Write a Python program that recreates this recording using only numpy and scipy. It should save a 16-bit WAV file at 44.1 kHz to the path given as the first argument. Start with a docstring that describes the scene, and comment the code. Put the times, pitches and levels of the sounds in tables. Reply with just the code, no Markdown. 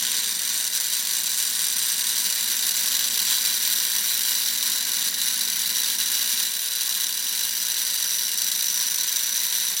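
"""A toy stockyard's sheet-metal platform rattles indoors, shaken 120 times a second by a mains magnet.
Loose parts and toy cattle hop on it and land in step, so the sheet and four loose strips ring and the
base thuds. The ring of the metal shifts as the cattle shuffle along. Under this dense rattle the table
drums, the magnet's coil hums and the room rumbles faintly. All of these sound from start to end."""
import sys
import numpy as np
from scipy import signal
from scipy.fft import rfft, irfft
from scipy.io import wavfile
from scipy.ndimage import uniform_filter1d

SR = 44100
rng = np.random.default_rng(int(sys.argv[2]) if len(sys.argv) > 2 else 0)


def put_to_file(sound):
    """Save the sound as 16-bit audio at rate SR, in the file named by the first command-line argument."""
    columns = np.atleast_2d(sound).T  # one column per channel
    safe = np.clip(columns, -1, 1)
    whole_steps = np.round(safe * 32767)
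    wavfile.write(sys.argv[1], SR, whole_steps.astype(np.int16))


N = 432180
T = np.arange(N) / SR
SHAKE_HZ = 120  # the magnet pulls twice in each mains cycle

# strength of the rattle; it drops at once as the load lets go, then builds again: t/s, level/dB
RATTLE_LEVEL = [(0.0, -25), (0.5, -24), (1.1, -24.5), (2.1, -23.5), (3.3, -22.5), (4.3, -23), (5.2, -24),
                (6.44, -23.5), (6.5, -26.5), (7.5, -25), (8.4, -25), (9.8, -24)]
# brief surges and stalls as the cattle catch and slip: middle t/s, length/s, change/dB
JOLTS = [(0.12, 0.29, 1.7), (0.375, 0.048, -3), (0.705, .06, -2.5), (3.32, 0.11, 2), (3.67, 0.085, 1.5),
         (5.073, .06, 2), (5.11, 0.034, -3.5), (5.164, 0.032, -4.5), (5.978, 0.029, -4)]
# how hard the platform presses on its base as the cattle move along: t/s, load/dB
LOAD = [(0.0, 6), (0.7, -3), (1.5, -3.5), (2.6, 2.5), (3.25, 4), (3.8, -1), (4.6, 1.5), (5.05, 5), (6.0, 1),
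        (6.42, 1.5), (6.55, -8), (7.5, -4.5), (9.8, -6.5)]
# the hardest landings: t/s, relative level/dB
CLACKS = [(0.1166, -11), (0.3917, -11), (1.293, -11), (4.6987, -11), (5.216, -8), (5.985, -12),
          (8.0252, -11), (8.4182, -9.5), (8.443, -11), (8.943, -10.5), (9.009, -12), (9.159, -10.5),
          (9.434, -11), (9.5246, -10)]
# notes at which the sheet metal rings: f/Hz, width/Hz, level/dB
SHEET_NOTES = [(2895, 110, -5.5), (3220, 160, -9), (3690, 240, -2.3), (4290, 120, -5.5), (4720, 180, -.7),
               (4980, 70, -4), (5465, 45, 2), (5720, 200, -2), (6085, 100, -2), (6380, 160, -4),
               (6740, 90, -4), (7420, 380, -2.5), (7880, 60, -1), (8850, 150, -4), (9130, 150, -1),
               (9540, 90, 0), (9800, 210, 0), (10530, 230, -1), (11130, 320, -4), (11620, 290, -2),
               (12300, 380, -1.5), (13520, 200, -3), (14230, 110, -1), (14680, 230, -1.5), (15120, 230, -4),
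               (15950, 350, -5.5)]
# its crowded, overlapping notes in between: f/Hz, level/dB
SHEET_CLATTER = [(1000, -60), (2000, -20), (2700, -15.5), (3300, -11), (4400, -5), (5200, -9.5), (7000, -9),
                 (9000, -5.5), (12000, -15), (13200, -8), (16500, -11.5)]
# flat contacts ring the sheet's lower notes, hard edges its upper ones: f/Hz, level/dB
FLAT_TONE = [(20, 16), (6000, 0.5), (8000, -3.5), (11000, -12.5), (17000, -20)]
EDGE_TONE = [(20, -36), (5000, -18), (8000, -3.0), (11000, 0.5), (17000, 0.0)]
# the top treble, which opens up over the first seconds: t/s, level/dB
TREBLE_LEVEL = [(0.0, -3.5), (1.2, -1), (2.5, 0), (4.2, 1.5), (5.0, -0.5), (9.8, -1.2)]
# how much of that change each frequency gets: f/Hz, share
TREBLE_SHARE = [(11500, 0), (13300, 0.87)]
# ringing bands: "dull" and "upper" are broad bands of the sheet's ring near 3.3 and 7.4 kHz,
# the other four are loose strips; by name: f/Hz, width/Hz
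BANDS = {"dull": (3350, 600), "low": (3980, 92), "middle": (5910, 165), "upper": (7450, 520),
         "high": (8620, 115), "top": (14080, 150)}
# the faint sound around a band: f/Hz, level/dB
BAND_FLOOR = [(20, -72), (20000, -58)]
# how strongly each band rings between swells, relative to the rattle, by name: level/dB
BAND_REST = {"dull": -30, "low": -12.8, "middle": -10, "upper": -28, "high": -22, "top": -25}
# spells in which a band swells and fades: name, loudest t/s, length/s, relative level/dB
BAND_SWELLS = [("dull", 0.089, 0.44, -12.5), ("dull", 3.16, 0.93, -13.5), ("low", 3.4, .5, -12),
               ("low", 6.6, 11, -13), ("middle", 8.7, 4.1, -6), ("upper", 1.6, 10.2, -12.5),
               ("high", 0.53, 1.6, -11), ("high", 1.77, 1.84, -9), ("high", 3.8, 1.3, -17),
               ("high", 7.7, 4.5, -17), ("top", 2.6, 1.0, -14), ("top", 4.06, 1.2, -11.5),
               ("top", 8.1, 6.8, -12)]
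# notes of the whole platform and its base: f/Hz, width/Hz, level/dB
BASE_NOTES = [(1002, 76, -3), (1116, 135, -7), (1502, 95, 1.5), (1654, 240, 0.5), (1850, 166, 3),
              (2020, 83, 0.5), (2378, 92, 2), (2548, 83, -2.5)]
# the dull knock between them: f/Hz, level/dB
BASE_KNOCK = [(30, -45), (150, -26), (350, -19.5), (800, -10), (1250, -11), (1600, -10.5), (2300, -4.5),
              (3000, -26), (5000, -63), (16000, -83)]
# notes of the table under the toy: f/Hz, width/Hz, level/dB
TABLE_NOTES = [(178, 17, -0.5), (200, 18, -1.5), (226, 31, -1.5), (419, 19, -3.5), (546, 47, -8),
               (655, 43, -7)]
# the low thud between them: f/Hz, level/dB
TABLE_THUD = [(30, -37), (70, -20), (130, -10.5), (300, -6.5), (700, -11.5), (1200, -34.0), (16000, -70)]
# the coil's hum: multiple of the shaking rate, level/dB, change/dB for each dB of load
HUM_NOTES = [(1, -67.5, 1.2), (2, -60.5, 0.75), (3, -88, 2), (4, -75, 0.8), (5, -64.5, 0.5), (6, -82, -0.5)]
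# tone of the room's rumble: f/Hz, level/dB
RUMBLE_TONE = [(20, 5), (60, 4), (120, -2), (300, -10), (1000, -42), (16000, -40)]
# how long the room's echo takes to fade by 60 dB: f/Hz, length/s
ECHO_FADE = [(200, 0.6), (2000, 1.6), (8000, 0), (16000, .8)]
# the echo, relative to the direct sound: f/Hz, level/dB
ECHO_LEVEL = [(60, 6), (120, 4), (200, -5.5), (350, 1.5), (800, -1.5), (1000, -8.5), (1300, -9),
              (1650, -17), (2400, -11), (3900, -18), (5200, -15), (9500, -11.5), (12000, -19), (16000, -27)]
# how much louder the left side is than the right: f/Hz, level/dB
LEFT_LEAN = [(60, -2), (130, -0.5), (330, 3.5), (750, 2), (1300, 1), (2500, -0.5), (5200, -0.5),
             (9000, 0.6), (13000, 0.9), (14500, 1.7)]


def amp(db):
    """Turns decibels into a gain to multiply by."""
    return 10 ** (np.asarray(db) / 20)


def unit(x):
    """Scales a signal to an average power of 1."""
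    return x / np.sqrt(np.mean(x ** 2) + 1e-20)


def over_time(points, t=T):
    """Reads a time table, drawing straight lines between its rows."""
    return np.interp(t, *np.transpose(points))


def at_hz(points, hz):
    """Reads a frequency table, giving each octave equal room."""
    f, value = np.transpose(points)
    return np.interp(np.log(hz + 1), np.log(f + 1), value)


def wander(per_s):
    """A random drift of size about 1 that takes per_s new values a second."""
    values = rng.standard_normal(4096)
    return unit(np.interp(T * per_s, np.arange(len(values)), values))


def swell(middle_s, length_s):
    """A smooth arch of height 1 around a moment."""
    return np.cos(np.pi * np.clip((T - middle_s) / length_s, -.5, .5))


def steady(x, seconds):
    """Evens out the power over spans of this length and keeps the faster detail."""
    return x / np.sqrt(abs(uniform_filter1d(x ** 2, int(seconds * SR))) + 1e-12)


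def tint(x, tone):
    """Turns each frequency up or down as a tone table says."""
    return irfft(rfft(x) * amp(at_hz(tone, np.fft.rfftfreq(N, 1 / SR))), N)


def ring(blows, notes, between, size=8192):
    """A struck object rings at its own notes, which stand on a smooth tone between them."""
    hz = np.fft.rfftfreq(size, 1 / SR)
    power = amp(at_hz(between, hz)) ** 2
    for f, width, db in notes:
        power += amp(db) ** 2 / (1 + 2 * ((hz - f) / width) ** 2) ** 2
    log_gain = np.log(np.r_[power, power[-2:0:-1]] + 1e-12) / 2
    spectrum = np.exp(np.conj(signal.hilbert(log_gain)))  # makes the ring come after the blow
    response = np.fft.ifft(spectrum).real
    return signal.oaconvolve(blows, response[:size // 2])[:N]


def landings(land_ms, scatter_ms, spread_db, recoil, stray_chance):
    """Energy of one part's landings: one on each upswing of the platform, a few out of step."""
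    shakes = np.arange(int(N / SR * SHAKE_HZ) + 1)
    dice, offset = rng.random((2, len(shakes)))
    jitter, luck = rng.standard_normal((2, len(shakes)))
    # a hard landing throws the part up, so the next two are lighter
    force = unit(luck - recoil * np.roll(luck, 1) - 0.031 * np.roll(luck, 2))
    force_db = spread_db * np.minimum(force, 0.37 + force / 10)  # the magnet's stroke limits the blow
    shake_s = (shakes + offset * (dice < stray_chance)) / SHAKE_HZ
    land_s = shake_s + (land_ms + scatter_ms * jitter) / 1000
    samples = np.clip((land_s * SR).astype(int), 0, N - 1)
    energy = np.bincount(samples, amp(force_db) ** 2, N)
    return energy / energy.mean()


def platform_slaps(level):
    """The platform slaps its stops; before the hardest slaps it stays in the air for a shake."""
    energy = landings(land_ms=.25, scatter_ms=.3, spread_db=5.4, recoil=.36, stray_chance=.04)
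    shake = SR // SHAKE_HZ
    for s, db in CLACKS:
        at = int(s * SR)
        energy[at - 3 * shake // 2:at + shake // 2] /= 4
        energy[at] += shake * (amp(db - 10) / level[at]) ** 2
    return energy


def hops(spread_db=5.5):
    """A small loose part hops on the platform in its own way."""
    return landings(land_ms=.6, scatter_ms=.7, spread_db=spread_db, recoil=0.6, stray_chance=0.13)


def chatter(energy, hold_s, fade_s):
    """Each landing snaps, then breaks into tiny bounces that quickly die away."""
    t = np.arange(SR // 25) / SR
    snap = 1.8 * np.exp(-t / 0.00015)
    bounces = np.exp(-np.maximum(t - hold_s, 0) / fade_s)
    shape = snap + bounces
    power = signal.oaconvolve(energy, shape / shape.sum())[:N]
    return np.sqrt(abs(power)) * rng.standard_normal(N)


def sheet_metal(slaps, load_db, hop_share=0.41):
    """Blows ring the sheet; pressed down, it gets more from flat contacts and less from hard edges."""
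    flats = chatter(slaps + hop_share * (hops() + hops()), hold_s=.0012, fade_s=.0026)
    edges = chatter(slaps + hop_share * hops(), hold_s=.0012, fade_s=.0024)
    flats = unit(ring(steady(flats, 0.11), SHEET_NOTES, SHEET_CLATTER))
    edges = unit(ring(steady(edges, 0.11), SHEET_NOTES, SHEET_CLATTER))
    flat_gain = amp(-0.18 + 0.032 * load_db)
    edge_gain = amp(-2 - 0.073 * load_db)
    return flat_gain * tint(flats, FLAT_TONE) + edge_gain * tint(edges, EDGE_TONE)


def shifting_ring(metal, span_s=1.0, span_hz=330):
    """As the points of contact creep, groups of notes swell and fade, the high ones most."""
    hz, t, spectrum = signal.stft(metal, SR, nperseg=1024)
    patches = rng.standard_normal(spectrum.shape)
    for _ in range(2):  # blur over time and frequency
        patches = uniform_filter1d(patches, int(span_s / t[1]) + 1, axis=1)
        patches = uniform_filter1d(patches, int(span_hz / hz[1]) + 1, axis=0)
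    drift_db = unit(patches) * np.sqrt(hz / hz.mean())[:, None]
    treble_db = at_hz(TREBLE_SHARE, hz)[:, None] * over_time(TREBLE_LEVEL, t)
    return signal.istft(spectrum * amp(treble_db + drift_db), SR, nperseg=1024)[1][:N]


def ringing_band(name, slaps, muting=0.25):
    """Each landing rings a loose strip or a broad band of the sheet; the ring dips once a shake."""
    hz, width = BANDS[name]
    energy = slaps * amp(4.4 * rng.standard_normal(N)) + .5 * hops(spread_db=16.0)
    blows = np.sqrt(energy) * rng.choice([-1, 1], N)
    ringing = ring(blows, [(hz, width, 0)], BAND_FLOOR)
    pressed = np.cos(np.pi * (SHAKE_HZ * T - .82)) ** 4
    power = amp(BAND_REST[name]) ** 2
    for which, s, length, db in BAND_SWELLS:
        if which == name:
            power = power + (amp(db) * swell(s, length)) ** 2
    return np.sqrt(power) * steady(ringing * (1 - muting * pressed), .4)


def base_thud(slaps, load_db):
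    """Slaps and hops knock dully on the base, a little louder under load."""
    blows = chatter(slaps + 0.96 * (hops() + hops()), hold_s=0.0036, fade_s=0.012)
    return amp(-15 + 0.065 * load_db) * unit(ring(steady(blows, 0.097), BASE_NOTES, BASE_KNOCK))


def rattle(load_db, flutter_db=0.65):
    """Sheet, strips and base share the same slaps, and surge, stall and flutter together."""
    jolts_db = sum(db * swell(s, length) for s, length, db in JOLTS)
    level = amp(over_time(RATTLE_LEVEL) + jolts_db + flutter_db * wander(per_s=22))
    slaps = platform_slaps(level)
    metal = shifting_ring(sheet_metal(slaps, load_db))
    for name in BANDS:
        metal += ringing_band(name, slaps)
    return level * (metal + base_thud(slaps, load_db))


def table_drumming(load_db):
    """The table drums under the toy, more when the platform presses down."""
    thuds = chatter(hops(), hold_s=.002, fade_s=0.0044)
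    drumming = ring(thuds, TABLE_NOTES, TABLE_THUD)
    return amp(-53.5 + 0.32 * load_db) * steady(drumming, 0.28)


def coil_hum(load_db, waver_rad=.25, waver_db=0.1):
    """The magnet's pulls make a hum, which grows with the load and wavers as the load shifts."""
    hum = np.zeros(N)
    for multiple, db, per_load in HUM_NOTES:
        gain = amp(db + per_load * load_db + waver_db * wander(per_s=4))
        cycles = multiple * SHAKE_HZ * T + rng.random()
        hum += gain * np.sqrt(2) * np.sin(2 * np.pi * cycles + waver_rad * wander(per_s=4))
    return hum


def room_rumble(level_db=-73):
    """The room's faint, low noise is mostly the same in both ears."""
    noise = rng.standard_normal((3, N))
    return amp(level_db) * unit(tint(noise[0] + .4 * noise[1:], RUMBLE_TONE))


def room_echo(direct):
    """The room adds a short echo for each ear; the lowest notes arrive mostly by reflection."""
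    hz, t, spectrum = signal.stft(rng.standard_normal((2, SR // 2)), SR, nperseg=256)
    spectrum *= amp(-60 * t / at_hz(ECHO_FADE, hz)[:, None])
    spectrum *= t > .004  # reflections arrive a moment late
    spectrum /= np.sqrt(np.sum(abs(spectrum) ** 2, axis=2, keepdims=True))
    tail = signal.istft(spectrum, SR, nperseg=256)[1]
    tail /= np.linalg.norm(tail, axis=1, keepdims=True)
    echo = signal.fftconvolve(direct[None], tail, axes=1)[:, :N]
    keep_level = [(f, -10 * np.log10(1 + amp(db) ** 2)) for f, db in ECHO_LEVEL]
    return tint(direct + tint(echo, ECHO_LEVEL), keep_level)


def scene():
    """The toy rattles and hums in a quiet room, a little to the left."""
    load_db = over_time(LOAD)
    rumble = room_rumble()
    shaking = rattle(load_db) + table_drumming(load_db)
    left, right = room_echo(shaking) + coil_hum(load_db) + rumble
    left = tint(left, [(f, db / 2) for f, db in LEFT_LEAN])
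    right = tint(right, [(f, -db / 2) for f, db in LEFT_LEAN])
    return np.array([left, right])


def notches(x, hz, depth_db, width_hz):
    """Cuts a narrow dip in the tone at every multiple of hz."""
    delay = np.exp(-2j * np.pi * np.fft.rfftfreq(N, 1 / SR) / hz)
    pole = np.exp(-np.pi * width_hz / hz)
    zero = 1 - (1 - pole) * amp(depth_db)
    comb = (1 - zero * delay) / (1 - pole * delay)
    return irfft(rfft(x) * comb * (1 + pole) / (1 + zero), N)


def record(dry, top_hz=16520):
    """Evenly spaced dips hollow the sound slightly, and the very highest treble is cut off."""
    hollow = notches(dry, hz=600, depth_db=-6, width_hz=48)
    hollow = notches(hollow, hz=300, depth_db=-2.5, width_hz=22)
    lowpass = signal.firwin(1023, top_hz, window=("kaiser", 9), fs=SR)
    return signal.oaconvolve(hollow, lowpass[None], "same")


dry = scene()
out = record(dry)
put_to_file(out)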